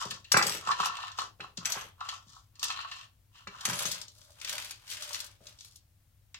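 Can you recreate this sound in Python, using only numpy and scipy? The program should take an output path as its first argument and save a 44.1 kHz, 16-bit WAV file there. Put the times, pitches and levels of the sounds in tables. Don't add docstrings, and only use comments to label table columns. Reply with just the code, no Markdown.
import sys
import numpy as np
from scipy import signal
from scipy.fft import rfft, irfft, next_fast_len
from scipy.io import wavfile
from scipy.ndimage import map_coordinates

SR = 44100
rng = np.random.default_rng(int(sys.argv[2]) if len(sys.argv) > 2 else 0)


def waveform_to_disk(signal):
    frames = np.transpose(np.atleast_2d(signal))
    scaled = np.clip(frames, -1, 1) * 32767
    samples = np.round(scaled).astype(np.int16)
    wavfile.write(sys.argv[1], SR, samples)


N = 281799
FFT_SIZE = next_fast_len(N + SR // 2)
FREQS = np.fft.rfftfreq(FFT_SIZE, 1 / SR)


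def amp(db):
    return 10 ** (np.asarray(db) / 20)


def unit(x):
    return x / np.sqrt(np.mean(x ** 2) + 1e-20)


def pan(db):
    return amp([[db], [-db]])


def along(points, hz=FREQS):
    f, value = np.transpose(points)
    return np.interp(np.log(hz + 1), np.log(f + 1), value)


def filtered(x, response):
    return irfft(rfft(x, FFT_SIZE) * response, FFT_SIZE)[..., :N]


def colour(points):
    return amp(along(points))


def modes(table):
    return sum((-1) ** k * amp(db) * 1j * FREQS * width / (hz ** 2 - FREQS ** 2 + 1j * FREQS * width)
               for k, (hz, width, db) in enumerate(table))


def shifting_modes(x, table, radiation=1, scatter_db=3.5):
    knots = rng.standard_normal((len(table), 200))
    feeds = (amp(scatter_db * map_coordinates(row, [np.linspace(0, 195, N)], order=1)) for row in knots)
    return sum(filtered(x * feed, radiation * modes([mode])) for feed, mode in zip(feeds, table))


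def bursts(times, gains, t60, apart):
    t = np.arange(SR // 20) / SR
    age = t / t60
    noise = rng.standard_normal((len(times), 3, len(t))) * amp(-60 * age ** 1.312)
    noise *= 1 - np.exp(-age / 0.041)
    at = (np.round(times * SR).astype(int)[:, None] + np.arange(len(t))).ravel()
    gains = gains * np.ones((2, 1))
    sides = (gains[c, :, None] * (noise[:, 2] + apart * noise[:, c]) for c in range(2))
    return np.array([np.bincount(at, side.ravel(), N + SR)[:N] for side in sides])


def patter(per_s, spread_db, t60, apart):
    when, chance = rng.random((int(per_s * N / SR), 2)).T
    return bursts(when * N / SR, amp(-spread_db * np.log(chance + 0.018)), t60, apart)


def blows(rows, gain_db, soft_hz):
    start, db = np.transpose(rows)
    pushes = np.bincount(np.round(start * SR).astype(int), amp(db + gain_db), N)
    return filtered(pushes, 1 / (1 + 1j * FREQS / soft_hz) ** 2)


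def swells(rows, drop_db=27, roundness=1.995):
    peak, rise, fall, *levels = np.transpose(rows)
    t = np.arange(0, N / SR + .01, .002)
    late = t - peak[:, None]
    span = np.where(late < 0, rise[:, None], fall[:, None])
    shape = amp(-drop_db * np.abs(late / span) ** roundness)
    return [np.interp(np.arange(N) / SR, t, np.sqrt(amp(db) ** 2 @ shape ** 2)) for db in levels]


# frequency in Hz, relative spectral density in dB.
NOISE_SPECTRUM = [(15, -43.5), (25, -16.5), (102, -7.5), (127, -15.5), (223, -31), (285, -29.5),
                  (420, -39.5), (516, -34.5), (1020, -39), (8830, -41.5), (16000, -39.5)]
# frequency in Hz, coherence from 0 to 1.
NOISE_COHERENCE = [(30, .93), (200, .93), (600, .3), (8000, .1)]

def hiss_and_hum(noise_db=-65, hum_hz=100, hum_db=-68.5, waver_db=1.5):
    angle = np.arccos(along(NOISE_COHERENCE)) / 2
    shares = np.array([np.cos(angle), np.sin(angle)])
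    mid, side = filtered(rng.standard_normal((2, N)), colour(NOISE_SPECTRUM) * shares)
    waver, drift = (map_coordinates(rng.standard_normal(60), [np.linspace(0, 55, N)]) for _ in range(2))
    hum = amp(hum_db + waver_db * waver) * np.sin(2 * np.pi * hum_hz * np.arange(N) / SR + 0.56 * drift)
    return amp(noise_db) * unit(mid + [side, -side]) + hum


# time in seconds, share in the upright pot from 0 to 1.
POT_SHARE = [(0, 1), (.3, 1), (.32, 0), (.6, 0), (.65, 1), (1.62, 1), (1.66, 0), (1.9, 0), (2, 1), (3.6, 1),
             (3.66, 0)]

def in_pot():
    return np.interp(np.arange(N) / SR, *np.transpose(POT_SHARE))


# frequency in Hz, bandwidth in Hz, level in dB.
WALL_MODES = [(1780, 73, 1.5), (2709, 200, 3), (3090, 470, -2), (4170, 410, -0.5)]
# frequency in Hz, level in dB.
CLATTER_SPECTRUM = [(700, -25), (1500, -3), (2300, -1.5), (3300, -1), (5000, -30.5)]

def clatter(x):
    share = in_pot()
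    inside = filtered(x * share, modes(WALL_MODES))
    outside = filtered(x * (1 - share), colour(CLATTER_SPECTRUM))
    return inside + amp(-5) * outside


def mouth(hz=1150, width_hz=900):
    return modes([(hz, width_hz, 0)]) ** 2


# peak, rise and fall times in seconds, then the levels of steel chatter,
# hollow note and low clatter in dB.
HEAP_SLIDES = [(0.005, 0.3, 0.076, -42.5, -38, -40), (0.09, 0.11, 0.14, -48, -51.5, -46),
               (0.5, 0.21, 0.15, -43.5, -46.5, -31), (0.71, 0.11, 0.067, -45.5, -36.5, -37),
               (0.86, 0.13, 0.04, -42, -37, -30.5), (1.02, 0.46, 0.15, -54.5, -43, -38.5),
               (1.21, 0.069, 0.1, -45.5, -45.5, -40), (1.44, 0.051, 0.089, -62.5, -55.5, -46.5),
               (1.6, 0.041, .08, -58, -50.5, -67), (1.73, 0.13, 0.19, -52.5, -43, -33.5),
               (2.03, 0.051, 0.12, -69, -43.5, -47), (2.12, 0.12, 0.13, -52, -51.5, -45),
               (2.34, 0.15, 0.14, -59.5, -67.5, -66), (2.66, 0.067, 0.14, -42.5, -50, -43),
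               (2.8, 0.22, 0.14, -61, -46.5, -36.5), (2.98, 0.21, 0.12, -56.5, -53, -43.5),
               (3.37, 0.059, 0.12, -64, -61.5, -50), (3.56, 0.082, 0.35, -62.5, -54, -49),
               (3.7, 0.097, 0.21, -49, -41.5, -35.5), (3.87, 0.32, 0.2, -43, -51, -34.5),
               (4.28, 0.34, 0.15, -63.5, -73, -88), (4.57, 0.22, 0.23, -48, -53.5, -37),
               (4.92, 0.048, 0.079, -46, -63.5, -38.5), (5.14, 0.41, 0.22, -50, -56, -40.5),
               (5.49, 0.13, 0.11, -63, -65, -57), (5.67, 0.14, 0.14, -62.5, -76.5, -70)]
# peak, rise and fall times in seconds, level in dB.
COVERED_SLIDES = [(3.78, 0.15, 0.24, -50.5), (4.25, 0.14, 0.2, -68.5), (4.57, 0.2, 0.12, -57.5),
                  (5.02, 0.12, 0.3, -59.5), (5.44, 0.04, 0.051, -54.5)]
# frequency in Hz, bandwidth in Hz, level in dB.
CAVITY_MODES = [(737.3, 90, -3), (1050, 130, 2), (1128.5, 60, 6), (1306, 100, 4.5)]
COVERED_MODE = [(611, 81, 0)]
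# frequency in Hz, level in dB.
BODY_SPECTRUM = [(2000, -21.5), (3500, -0.5), (4400, 1), (5800, 0), (7500, -4), (9000, -17.5),
                 (14000, -44.5)]
EDGE_SPECTRUM = [(5000, -25.5), (8500, 5), (10000, 4), (13000, 3), (15500, -6.5)]

def sliding_heap():
    chatter_gain, hollow_gain, clatter_gain = swells(HEAP_SLIDES)
    grains = patter(900, spread_db=5, t60=0.021, apart=1)
    body = unit(filtered(grains, colour(BODY_SPECTRUM)))
    edge = amp(-4 - 14 * in_pot()) * unit(filtered(grains, colour(EDGE_SPECTRUM)))
    pushes = patter(300, spread_db=5, t60=0.015, apart=1)
    covered = unit(filtered(pushes, modes(COVERED_MODE) ** 2))
    upright = unit(shifting_modes(pushes, CAVITY_MODES, mouth()))
    tilted = unit(filtered(pushes, mouth()))
    hollow = in_pot() * upright + (1 - in_pot()) * tilted
    return (amp(1.97) * chatter_gain * (body + edge)
            + amp(-7.5) * clatter_gain * unit(clatter(grains))
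            + amp(3.5) * hollow_gain * hollow
            + swells(COVERED_SLIDES)[0] * covered)


# start in seconds, level in dB, then the offsets of the low
# clatter and the sharp edge in dB.
STEEL_CONTACTS = [(0.052, -32, -12.5, -18), (0.1075, -25, -2, -13.5), (0.2437, -44.5, 3, -38.5),
                  (0.318, -10.5, -6.5, -11.5), (0.3704, -13.5, -6.5, -11), (0.4244, -17.5, -3.5, -20.5),
                  (0.4659, -19.5, -6, -8), (0.4935, -25, -1, -7), (0.672, -30, -1.5, -23.5),
                  (0.7134, -24, 0.5, -39.5), (0.8002, -30, 6, -16), (0.8556, -21.5, -31.5, -10),
                  (0.9678, -33, 1, -24.5), (1.0461, -43, 3.5, -24), (1.1165, -38, -4, -30),
                  (1.1862, -28.5, 4.5, -20.5), (1.4044, -42.5, 8.5, -44), (1.5728, -25, -11.5, -29.5),
                  (1.648, -37.5, 7.5, -21), (1.6547, -18.5, 0, -14), (1.699, -30, -7, -8.5),
                  (1.72, -16.5, -20, -17), (1.811, -34, -9.5, -23.5), (2.0055, -39.5, 1.5, -41),
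                  (2.066, -47.5, 3, -32), (2.0883, -27, 1, -21.5), (2.5545, -47.5, -4, -21.5),
                  (2.594, -32, -43, -20.5), (2.6288, -19, -8, -13.5), (2.6394, -18.5, -12, -13.5),
                  (2.7003, -30, 7.5, -23), (2.811, -36.5, -20.5, -33), (2.9141, -38.5, 8, -35.5),
                  (3.473, -37, -0.5, -53), (3.6077, -31.5, -6, -20), (3.6521, -15.5, -2, -12.5),
                  (3.696, -22, -2, -12.5), (3.7315, -23.5, -1, -13.5), (3.7524, -28.5, -9, -12.5),
                  (3.789, -23.5, -6, -10), (3.8204, -27, -4, -6.5), (3.853, -20, -5.5, -14),
                  (3.915, -19.5, -17, -11.5), (3.943, -28.5, -28, -28), (4.0138, -28, -15.5, -14),
                  (4.0806, -37, -28, -25), (4.2141, -44.5, -9, -23.5), (4.3993, -41, -15, -34),
                  (4.4133, -31.5, -0.5, -15.5), (4.4461, -26, -1, -16.5), (4.4733, -31.5, 2, -26.5),
                  (4.4935, -23, -4, -9.5), (4.5279, -27, -6, -8), (4.5792, -28.5, 0, -15),
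                  (4.6446, -34, -2, -6.5), (4.7077, -28.5, -7, -9.5), (4.8763, -37, -6.5, -16),
                  (4.9003, -32, -17, -9), (4.9221, -31, -5, -14), (4.9684, -33.5, 2, -17.5),
                  (5.022, -27, -12, -13), (5.091, -32.5, -7, -12.5), (5.1305, -26, -24, -11.5),
                  (5.144, -24.5, -2, -14.5), (5.154, -28.5, -9.5, -17), (5.2021, -25.5, -10, -10),
                  (5.243, -37, -13, -5), (5.263, -40, -25, -6.5), (5.468, -34.5, -11.5, -22),
                  (5.5873, -41, -36, -37), (5.6072, -35.5, -18, -29), (5.6459, -41, -9, -7),
                  (5.7576, -41, -28.5, -7), (6.3432, -34.5, -0.5, -41.5)]

def steel_clicks():
    start, db, low_db, edge_db = np.transpose(STEEL_CONTACTS)
    pan_db = rng.normal(1, 0.62, len(start))
    gains = amp([db + pan_db, db - pan_db])
    body = bursts(start, gains * amp(2), t60=0.024, apart=1)
    edge = bursts(start, gains * amp(edge_db + 1.5), t60=0.037, apart=0.45)
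    low = bursts(start, gains * amp(low_db + 10.5), t60=0.04, apart=0.15)
    return filtered(body, colour(BODY_SPECTRUM)) + filtered(edge, colour(EDGE_SPECTRUM)) + clatter(low)


# start in seconds, level in dB, hardness as a high-mode offset in dB.
TABLE_BLOWS = [(0.054, -34.5, -2.5), (0.339, -24.5, -0.5), (0.368, -23, 1.5), (0.457, -42, 9.5),
               (0.547, -42, 5), (0.672, -43.5, 2), (0.798, -39.5, -0.5), (1.186, -53.5, 8.5),
               (1.397, -45.5, 1), (1.58, -34.5, -13.5), (1.762, -40.5, 1), (2.267, -52.5, -17),
               (3.471, -41.5, -4), (3.65, -43, -2), (3.682, -29, -8), (3.85, -36.5, -2),
               (5.407, -53.5, -0.5)]
# frequency in Hz, bandwidth in Hz, level in dB.
TABLE_LOW_MODES = [(89.5, 5, -7), (126.4, 7, 2), (172, 22, 0), (215, 60, -3.5)]
TABLE_HIGH_MODES = [(269.4, 110, -8.5), (333, 22, -2.5), (405, 12, 1.5), (540, 77, -2.5)]

def table_thuds(shudder_db=-19, rise_s=0.013, fall_s=0.18):
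    start, db, hard_db = np.transpose(TABLE_BLOWS)
    pushes = np.zeros((2, N))
    pushes[:, np.round(start * SR).astype(int)] = amp([db + 43, db + hard_db + 41])
    shudders = swells([(at + rise_s, rise_s, fall_s, level + shudder_db, level + hard + shudder_db - 0.5)
                       for at, level, hard in TABLE_BLOWS])
    rolling = patter(200, spread_db=2, t60=0.0024, apart=0.25)
    responses = modes(TABLE_LOW_MODES), modes(TABLE_HIGH_MODES)
    return sum(filtered(push, top) + shudder * unit(filtered(rolling, top))
               for push, shudder, top in zip(pushes, shudders, responses))


# start and end in seconds, ring gain in dB, part (0 screwdriver shaft,
# 1 long screw, 2 short screw).
TUMBLES = [(0.314, .62, 6.7, 0), (0.69, 0.712, 6.2, 0), (0.867, .88, 11, 1), (1.636, 1.897, 9.2, 1),
           (3.641, 3.947, 3.9, 2)]
# frequency in Hz, bandwidth in Hz, level in dB.
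STEEL_MODES = [
    [(4850, 99, -5), (5700, 70, 3.5), (6530, 39, 1.5), (7750, 45, 8), (8360, 48, 2), (10505, 80, 1.5),
     (11640, 220, -1), (13200, 80, -3.5)],
    [(5980, 120, -2.5), (6400, 62, 1.5), (7735, 40.3, 4.5), (10800, 67, -0.5), (11520, 100, 8),
     (13980, 120, -2.5)],
    [(6410, 41, 3.5), (7740, 53, 1), (8530, 31, -1.5), (11020, 55, 7.5), (12900, 52, 2.5)],
]

def with_steel_rings(clicks, heap, crack_share=0.79, heap_share=0.8):
    coupling = np.zeros((len(STEEL_MODES), N))
    for start, end, db, part in TUMBLES:
        coupling[round(part), round(start * SR):round(end * SR)] = amp(db)
    contacts = clicks * np.where(coupling.any(axis=0), crack_share, 1) + heap
    drive = clicks + heap_share * heap
    return contacts + sum(shifting_modes(drive * gain, part) for gain, part in zip(coupling, STEEL_MODES))


# start in seconds, level in dB.
TABLE_CLACKS = [(0.317, -16.5), (0.342, -5), (0.366, -4.5), (0.372, -13), (0.38, -14.5), (0.392, -9.5),
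                (0.411, -11.5), (0.429, -17.5), (1.402, -27.5), (1.77, -24.5), (3.47, -27), (3.652, -21.5),
                (3.683, -32), (3.7, -23.5), (3.852, -29)]
# frequency in Hz, bandwidth in Hz, level in dB.
CLACK_MODES = [(795, 60, -5), (1036, 60, -2.5), (1140, 110, 0), (1330, 150, 0.5), (1673, 140, -2),
               (1990, 60, -2), (2306, 80, -3.5), (2625, 80, -7)]

def table_clacks():
    start, db = np.transpose(TABLE_CLACKS)
    chatter = bursts(start, amp(db + 8.5), t60=0.02, apart=0.9)
    return filtered(blows(TABLE_CLACKS, gain_db=27, soft_hz=4000) + chatter, modes(CLACK_MODES))


# start in seconds, level in dB.
POT_BLOWS = [(0.672, -30), (0.698, -32.5), (0.8, -22), (0.83, -28.5), (0.858, -29.5), (0.988, -37.5),
             (1.036, -35), (1.186, -28.5), (1.442, -40.5), (2.011, -32.5), (2.086, -38), (2.126, -40),
             (2.365, -49), (2.628, -38), (2.701, -34.5), (2.915, -46), (6.344, -53.5)]

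def pot_knocks():
    return filtered(blows(POT_BLOWS, gain_db=44.5, soft_hz=1996), mouth() * modes(CAVITY_MODES))


# frequency in Hz, lead of the left microphone in radians.
LEFT_LEAD = [(0, -19.5), (1120, 1.69), (2760, 1.12), (8700, 6), (12000, 4), (16100, -14)]
# frequency in Hz, dB added on the left and taken from the right.
LEFT_BIAS = [(300, 0), (2000, -1.5), (5000, 2.5), (9000, -1), (14000, 0.5)]

def direct_sound(x):
    sides = np.array([[1], [-1]])
    return filtered(x, np.exp(.5j * sides * along(LEFT_LEAD)) * amp(sides * along(LEFT_BIAS)))


# frequency in Hz, reverberation time (60 dB) in seconds.
ROOM_T60 = [(150, 1), (1000, 0.2), (5000, 0.22), (14000, 0.016)]

def reverberation(x, delay_samples=200):
    out = np.zeros((2, N + SR))
    step = SR // 4
    for start in range(0, N, step):
        hz, t, noise = signal.stft(rng.standard_normal((2, SR // 2)), SR, nperseg=256)
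        decay = amp(-60 * t / along(ROOM_T60, hz)[:, None])
        tail = signal.istft(noise * decay, SR, nperseg=256)[1]
        wet = signal.fftconvolve(x[:, start:start + step], tail / np.linalg.norm(tail[0]), axes=1)
        arrival = start + delay_samples
        out[:, arrival:arrival + wet.shape[1]] += wet
    return out[:, :N]


def scene():
    steel = with_steel_rings(steel_clicks(), sliding_heap() * pan(1.2))
    bright = steel + (table_clacks() + pot_knocks()) * pan(0.8)
    thuds = table_thuds() * pan(1.5)
    in_room = amp(-2.5) * direct_sound(bright) + amp(-8.5) * reverberation(bright)
    return in_room + thuds + hiss_and_hum() * pan(1.5)


def record(dry):
    cutoff_hz = 15900
    return filtered(dry, FREQS < cutoff_hz)


dry = scene()
out = record(dry)
waveform_to_disk(out)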